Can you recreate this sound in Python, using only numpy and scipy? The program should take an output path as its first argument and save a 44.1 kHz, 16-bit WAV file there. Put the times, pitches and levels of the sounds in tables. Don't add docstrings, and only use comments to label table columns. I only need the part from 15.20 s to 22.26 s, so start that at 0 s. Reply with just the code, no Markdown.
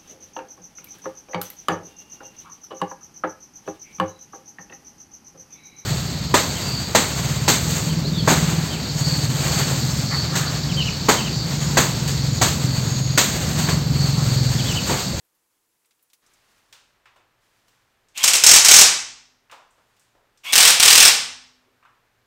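import sys
import numpy as np
from scipy import signal
from scipy.fft import rfft, irfft
from scipy.io import wavfile
from scipy.ndimage import map_coordinates

SR = 44100
rng = np.random.default_rng(int(sys.argv[2]) if len(sys.argv) > 2 else 0)


def int16_out(signal):
    q = np.round(np.clip(np.atleast_2d(signal).T, -1, 1) * 32767)
    wavfile.write(sys.argv[1], SR, q.astype(np.int16))


N = 311346

# f/Hz, t60/s
ROOM_T60 = [(100, 0.92), (400, 0.4768), (1000, 0.5943), (2800, 0.5531), (5500, 0.5462), (8000, 0.45),
            (11000, 0.36), (15000, 0.26)]
# f/Hz, level/dB
ROOM_SPECTRUM = [(100, -6.5), (500, 4.5), (2000, -0.5), (6000, -0.5), (9000, -2), (15000, -2)]
# f/Hz, level/dB
HISS_SPECTRUM = [(40, -15), (100, -14.5), (160, -6), (230, -8.5), (330, 0.5), (390, -8), (470, 1),
                 (620, -10.5), (950, -4), (1400, -14.5), (3500, -17), (7000, -7), (13000, -7), (15500, -10)]
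# f/Hz, level/dB
SHOP_SPECTRUM = [(15, -25), (25, 3), (82, -7.5), (113, 2.5), (152, -7), (340, -7.5), (410, -5), (457, -6.5),
                 (1620, -6.5), (8810, -24), (10600, -27.5), (12800, -22.5), (15500, -29)]
# f/Hz, level/dB
CLOTH_SPECTRUM = [(120, -37), (200, -4), (321, -4.5), (479, -8.5), (1110, -1), (4580, -5.5), (6590, -7),
                  (15500, -17.5)]
# start t/s, end t/s, level/dB
ARM_MOVES = [(0, 1.0, -77.5), (1.01, 1.45, -65), (2.197, 2.598, -69), (4.5, 4.85, -72)]
# t/s, level/dB, centre f/Hz, width/octaves
BOLT_TICKS = [(.047, -63, 12100, .2), (.148, -61, 13000, .5), (.646, -59, 2300, 1.1), (.657, -58, 9000, 1),
              (.708, -53, 3420, 1.2), (.793, -64, 2500, 1), (.826, -52, 12400, .7), (.9, -54.5, 4240, 1.2),
              (.9325, -44, 5260, 2.2), (1.063, -51, 6500, .6), (1.135, -52, 6500, .7)]
# t/s, level/dB, centre f/Hz, width/octaves
TOOL_KNOCKS = [(1.526, -37, 3570, 2.2), (1.856, -44, 1580, 1.2), (1.96, -50.5, 700, 2.2),
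               (2.481, -52, 4000, 3.6), (2.885, -53, 6030, .95), (4.297, -42, 1480, .9),
               (4.313, -39.5, 2800, 2.2), (4.321, -35.5, 930, 1.27), (4.507, -57, 8100, .5),
               (4.58, -56, 709, 1.5), (4.765, -56, 4000, 2.6), (4.795, -51.5, 8000, .8),
               (4.95, -53, 550, 1.06), (5.174, -50.5, 5990, .95), (6.465, -61.5, 400, 0.52),
               (6.627, -48.5, 1290, .8), (6.6505, -45, 1290, 0.86)]
# f/Hz, bandwidth/Hz, level/dB
WHEEL_RESONANCES = [(480, 160, 1.5), (1016, 250, 4.5), (1350, 200, 3.5), (1760, 200, 1), (2530, 370, 4),
                    (2870, 300, 3), (3560, 300, 4.5), (5900, 280, 0)]
# f/Hz, level/dB
TOUCH_ROLLOFF = [(8500, -3), (10500, -12), (14000, -6.5)]
# f/Hz, level/dB
GEAR_SPECTRUM = [(59, -61), (100, -23), (386, -28), (727, -13), (1260, -11), (1960, -14.5), (2220, -0.5),
                 (2690, 2.5), (3460, -4.5), (4100, -11.5), (8580, -15), (10800, -26.5), (13100, -17),
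                 (15500, -29)]
# harmonic number, level/dB
MESH_HARMONICS = [(1, -16), (2, -6), (3, -2), (4, -18)]
# pressed t/s, bolt seated t/s, released t/s, spin-up time constant/s,
# gear noise level/dB, rise under load/dB
TRIGGER_PULLS = [(2.941, 3.029, 3.63, .024, 4, 2), (5.232, 5.322, 5.89, .012, 1.5, 6.5)]
# f/Hz, level/dB
FIRST_BOLT_SPECTRUM = [(18, -50), (30, -19), (77, -25.5), (111, -21), (324, -24), (532, -17.5),
                       (591, -21.5), (709, -16), (1200, -13.5), (2300, -6.5), (4420, -5.5), (6210, -1.5),
                       (8280, -1.5), (9680, -11.5), (15500, -16)]
# f/Hz, level/dB
SECOND_BOLT_SPECTRUM = [(18, -49), (30, -19), (192, -18.5), (237, -17.5), (350, -24), (479, -12.5),
                        (606, -17.5), (673, -13.5), (1720, -5.5), (2690, -0.5), (5170, -1), (7080, -2),
                        (8500, 0.5), (10200, -9.5), (15500, -10.5)]
# f/Hz, level on the first bolt/dB, level on the second/dB, t60/s
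SOCKET_MODES = [(2770, -17.5, -18, 0.065), (3750, -21, -18, 0.0088), (4900, -20.5, -2.5, 0.022),
                (5247, -3, -3, 0.038), (5550, -6.5, -12, 0.075), (5790, -10, -10.5, 0.086),
                (6374, -2.5, -9, 0.057), (7280, -7, -12.5, .025), (8120, -11, -18.5, .02),
                (8430, -8.5, -6, 0.04), (8840, -18.5, -10, 0.024)]
# first blow t/s, number of blows, rate/Hz, lag of the second blow/s, level/dB,
# first ring level/dB, last ring level/dB
HAMMER_RUNS = [(3.2374, 6, 43, 0.0041, 0.9, 4, 1.5), (3.4845, 6, 41.3, 0.0041, 2.5, 0, 4.5),
               (5.3312, 7, 41.67, .0003, -.5, -6, 2), (5.5989, 11, 40.8, 0.0044, -0.1, -7.5, 4.5)]
# t/s, level/dB, ring level/dB
SINGLE_BLOWS = [(2.976, -20, -7), (3.0315, -13, -10), (3.0392, -1.5, -6.5), (3.0782, -2, -5),
                (3.1348, -4, -2.5), (3.152, -5.5, -4), (3.4474, -2.5, 1.5), (3.4584, -3, -1),
                (5.3245, -14.5, -5), (5.5023, -3.5, -5.5), (5.8785, -4, 9)]


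def amp(db):
    return 10 ** (np.asarray(db) / 20)


def along(points, hz):
    f, values = np.transpose(points)
    return np.interp(np.log(hz + 1), np.log(f + 1), values)


def wobble(rate):
    return map_coordinates(rng.standard_normal(N // 50), [np.arange(N) * rate / SR], mode="wrap")


def noise(spectrum, size):
    gain = amp(along(spectrum, np.fft.rfftfreq(size, 1 / SR)))
    shaped = irfft(rfft(rng.standard_normal(size)) * gain, size)
    return shaped / np.sqrt(np.mean(shaped ** 2) + 1e-20)


def gate(on, off, rise_s, fall_s):
    t = np.arange(N) / SR
    return (1 - np.exp(-np.maximum(t - on, 0) / rise_s)) * np.exp(-np.maximum(t - off, 0) / fall_s)


def add(track, s, sound):
    start = max(round(s * SR), 0)
    track[start:start + len(sound)] += sound[:len(track) - start]


def diffuse_tail(spectrum, build_s=0.0035):
    hz, t, bins = signal.stft(noise(spectrum, SR * 3 // 4), SR, nperseg=256)
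    decay = amp(along(ROOM_SPECTRUM, hz)[:, None] - 60 * t / along(ROOM_T60, hz)[:, None])
    tail = signal.istft(bins * decay * (1 - np.exp(-t / build_s)), SR, nperseg=256)[1]
    return tail / np.linalg.norm(tail)


def in_room(x, wet_db):
    return x + amp(wet_db) * signal.fftconvolve(x, diffuse_tail([(1, 0)]))[:N]


def early_reflections(x, count=5, gain=.07):
    out = x.copy()
    for delay_s in rng.uniform(.002, .018, count):
        add(out, delay_s, gain * x)
    return out


def burst(spectrum, envelope, wet_db):
    direct = noise(spectrum, len(envelope)) * envelope
    sound = amp(wet_db) * np.linalg.norm(direct) * diffuse_tail(spectrum)
    sound[:len(direct)] += direct
    return sound


def workshop(hiss_db=-71.5, shop_db=-66.5):
    shop_share = np.interp(np.arange(N) / SR, [1.015, 1.035], [0.13, 0.91])
    shop = amp(shop_db + 0.54 * wobble(1.8)) * noise(SHOP_SPECTRUM, N)
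    hiss = amp(hiss_db) * noise(HISS_SPECTRUM, N)
    return (1 - shop_share) * hiss + shop_share * shop


def clothes(still_db=-81):
    moves = [amp(db) * gate(start, end, rise_s=0.015, fall_s=0.19) for start, end, db in ARM_MOVES]
    envelope = np.maximum(np.max(moves, axis=0), amp(still_db))
    return envelope * amp(1.5 * wobble(29)) * noise(CLOTH_SPECTRUM, N)


def contacts(rows, wet_db, body_db, t60):
    out, t = np.zeros(N), np.arange(SR // 4) / SR
    hz = np.geomspace(30, SR / 2, 400)
    for s, db, centre_hz, octaves in rows:
        band_db = body_db(hz) - 28 * np.log10(1 + (np.log2(hz / centre_hz) / octaves) ** 2)
        envelope = amp(db - 60 * t / t60(centre_hz)) * (1 - np.exp(-t / 0.00032)) / 2
        add(out, s, burst(np.c_[hz, band_db], envelope, wet_db))
    return out


def bolt_ticks():
    return contacts(BOLT_TICKS, wet_db=-20, body_db=np.zeros_like, t60=lambda hz: 0.077)


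def wheel_response(hz):
    peaks = sum(db / (1 + (2 * (hz - centre) / width) ** 2) for centre, width, db in WHEEL_RESONANCES)
    return along(TOUCH_ROLLOFF, hz) + peaks


def tool_knocks():
    return contacts(TOOL_KNOCKS, wet_db=2, body_db=wheel_response,
                    t60=lambda hz: .12 * (hz / 1000) ** -.45)


def tyre_cavity(hz=253, t60=1.7):
    out, t = np.zeros(N), np.arange(2 * SR) / SR
    hum = amp(-60 * t / t60) * np.sin(2 * np.pi * hz * t) * (1 - np.exp(-t / .02))
    for s, db in [(3.6, -55.5), (5.88, -51.5)]:
        add(out, s, amp(db) * hum)
    return out


def drive(sag=.2, grip_s=.012, coast_s=0.064):
    speed, load_db = np.zeros(N), np.zeros(N)
    for pressed, seated, released, spin_up_s, free_db, strain_db in TRIGGER_PULLS:
        running = gate(pressed, released, spin_up_s, coast_s)
        strain = gate(seated, released, grip_s, coast_s)
        speed += running * (1 - sag * strain)
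        load_db += free_db * running + strain_db * strain
    return speed, load_db


def motor(mesh_hz=1135, db=-34, whine_db=4):
    speed, load_db = drive()
    phase = 2 * np.pi * np.cumsum(mesh_hz * speed * (1 + .005 * wobble(250))) / SR
    harmonics = sum(amp(level) * np.sin(k * phase) for k, level in MESH_HARMONICS)
    whine = amp(whine_db) * speed ** 4 * harmonics
    grind = noise(GEAR_SPECTRUM, N) * (1 + .4 * np.sin(phase / 3))
    return in_room(amp(db) * speed ** 2 * (amp(load_db) * grind + whine), wet_db=-5)


def blows(lag_kept=.4, first_blow_db=-1, scatter_db=0.9):
    rows = list(SINGLE_BLOWS)
    for start, count, rate, lag_s, db, ring_from, ring_to in HAMMER_RUNS:
        k = np.arange(round(count))
        times = start + k / rate + lag_s * (1 - lag_kept ** k) / (1 - lag_kept)
        level_db = db + first_blow_db * (k == 0) + scatter_db * rng.standard_normal(len(k))
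        ring_db = np.linspace(ring_from, ring_to, len(k))
        rows += zip(times, level_db, ring_db)
    return rows


def socket_ring(t, on_first_bolt, detune=.008, scatter_db=2.5):
    hz, first_db, second_db, t60 = np.transpose(SOCKET_MODES)[:, :, None]
    mode_db = first_db if on_first_bolt else second_db
    strength, shift, phase = rng.standard_normal((3, len(SOCKET_MODES), 1))
    modes = np.sin(2 * np.pi * (hz * (1 + detune * shift) * t + phase))
    decays = amp(mode_db + scatter_db * strength - 60 * t / t60)
    return (decays * modes).sum(0) * (1 - np.exp(-t / .0004))


def hammer(crack_t60=0.011, bounce_s=0.0061, rim_t60=0.11, socket_db=-4, gain_db=-2.5):
    cracks, rings, t = np.zeros(N), np.zeros(N), np.arange(SR // 10) / SR
    bounce = 0.5 * np.exp(-((t - bounce_s) / 0.0022) ** 2)
    rim = 0.18 * amp(-60 * t / rim_t60)
    envelope = (amp(-60 * t / crack_t60) + bounce + rim) * (1 - np.exp(-t / 0.000049))
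    for s, db, ring_db in blows():
        on_first_bolt = s < TRIGGER_PULLS[1][0]
        spectrum = FIRST_BOLT_SPECTRUM if on_first_bolt else SECOND_BOLT_SPECTRUM
        add(rings, s, amp(db + socket_db + ring_db) * socket_ring(t, on_first_bolt))
        add(cracks, s, amp(db) * burst(spectrum, envelope, wet_db=1.69))
    return amp(gain_db) * early_reflections(cracks + in_room(rings, wet_db=-13))


def scene():
    handling = bolt_ticks() + tool_knocks()
    return (handling + hammer() + tyre_cavity() + motor() + clothes() + workshop())[None]


def record(dry, ceiling=1.02, cutoff_hz=15800):
    clipped = dry / (1 + np.abs(dry / ceiling) ** 8) ** (1 / 8)
    low_pass = signal.firwin(301, cutoff_hz, fs=SR, window="blackman")
    return signal.fftconvolve(clipped, low_pass[None], mode="same")


dry = scene()
out = record(dry)
int16_out(out)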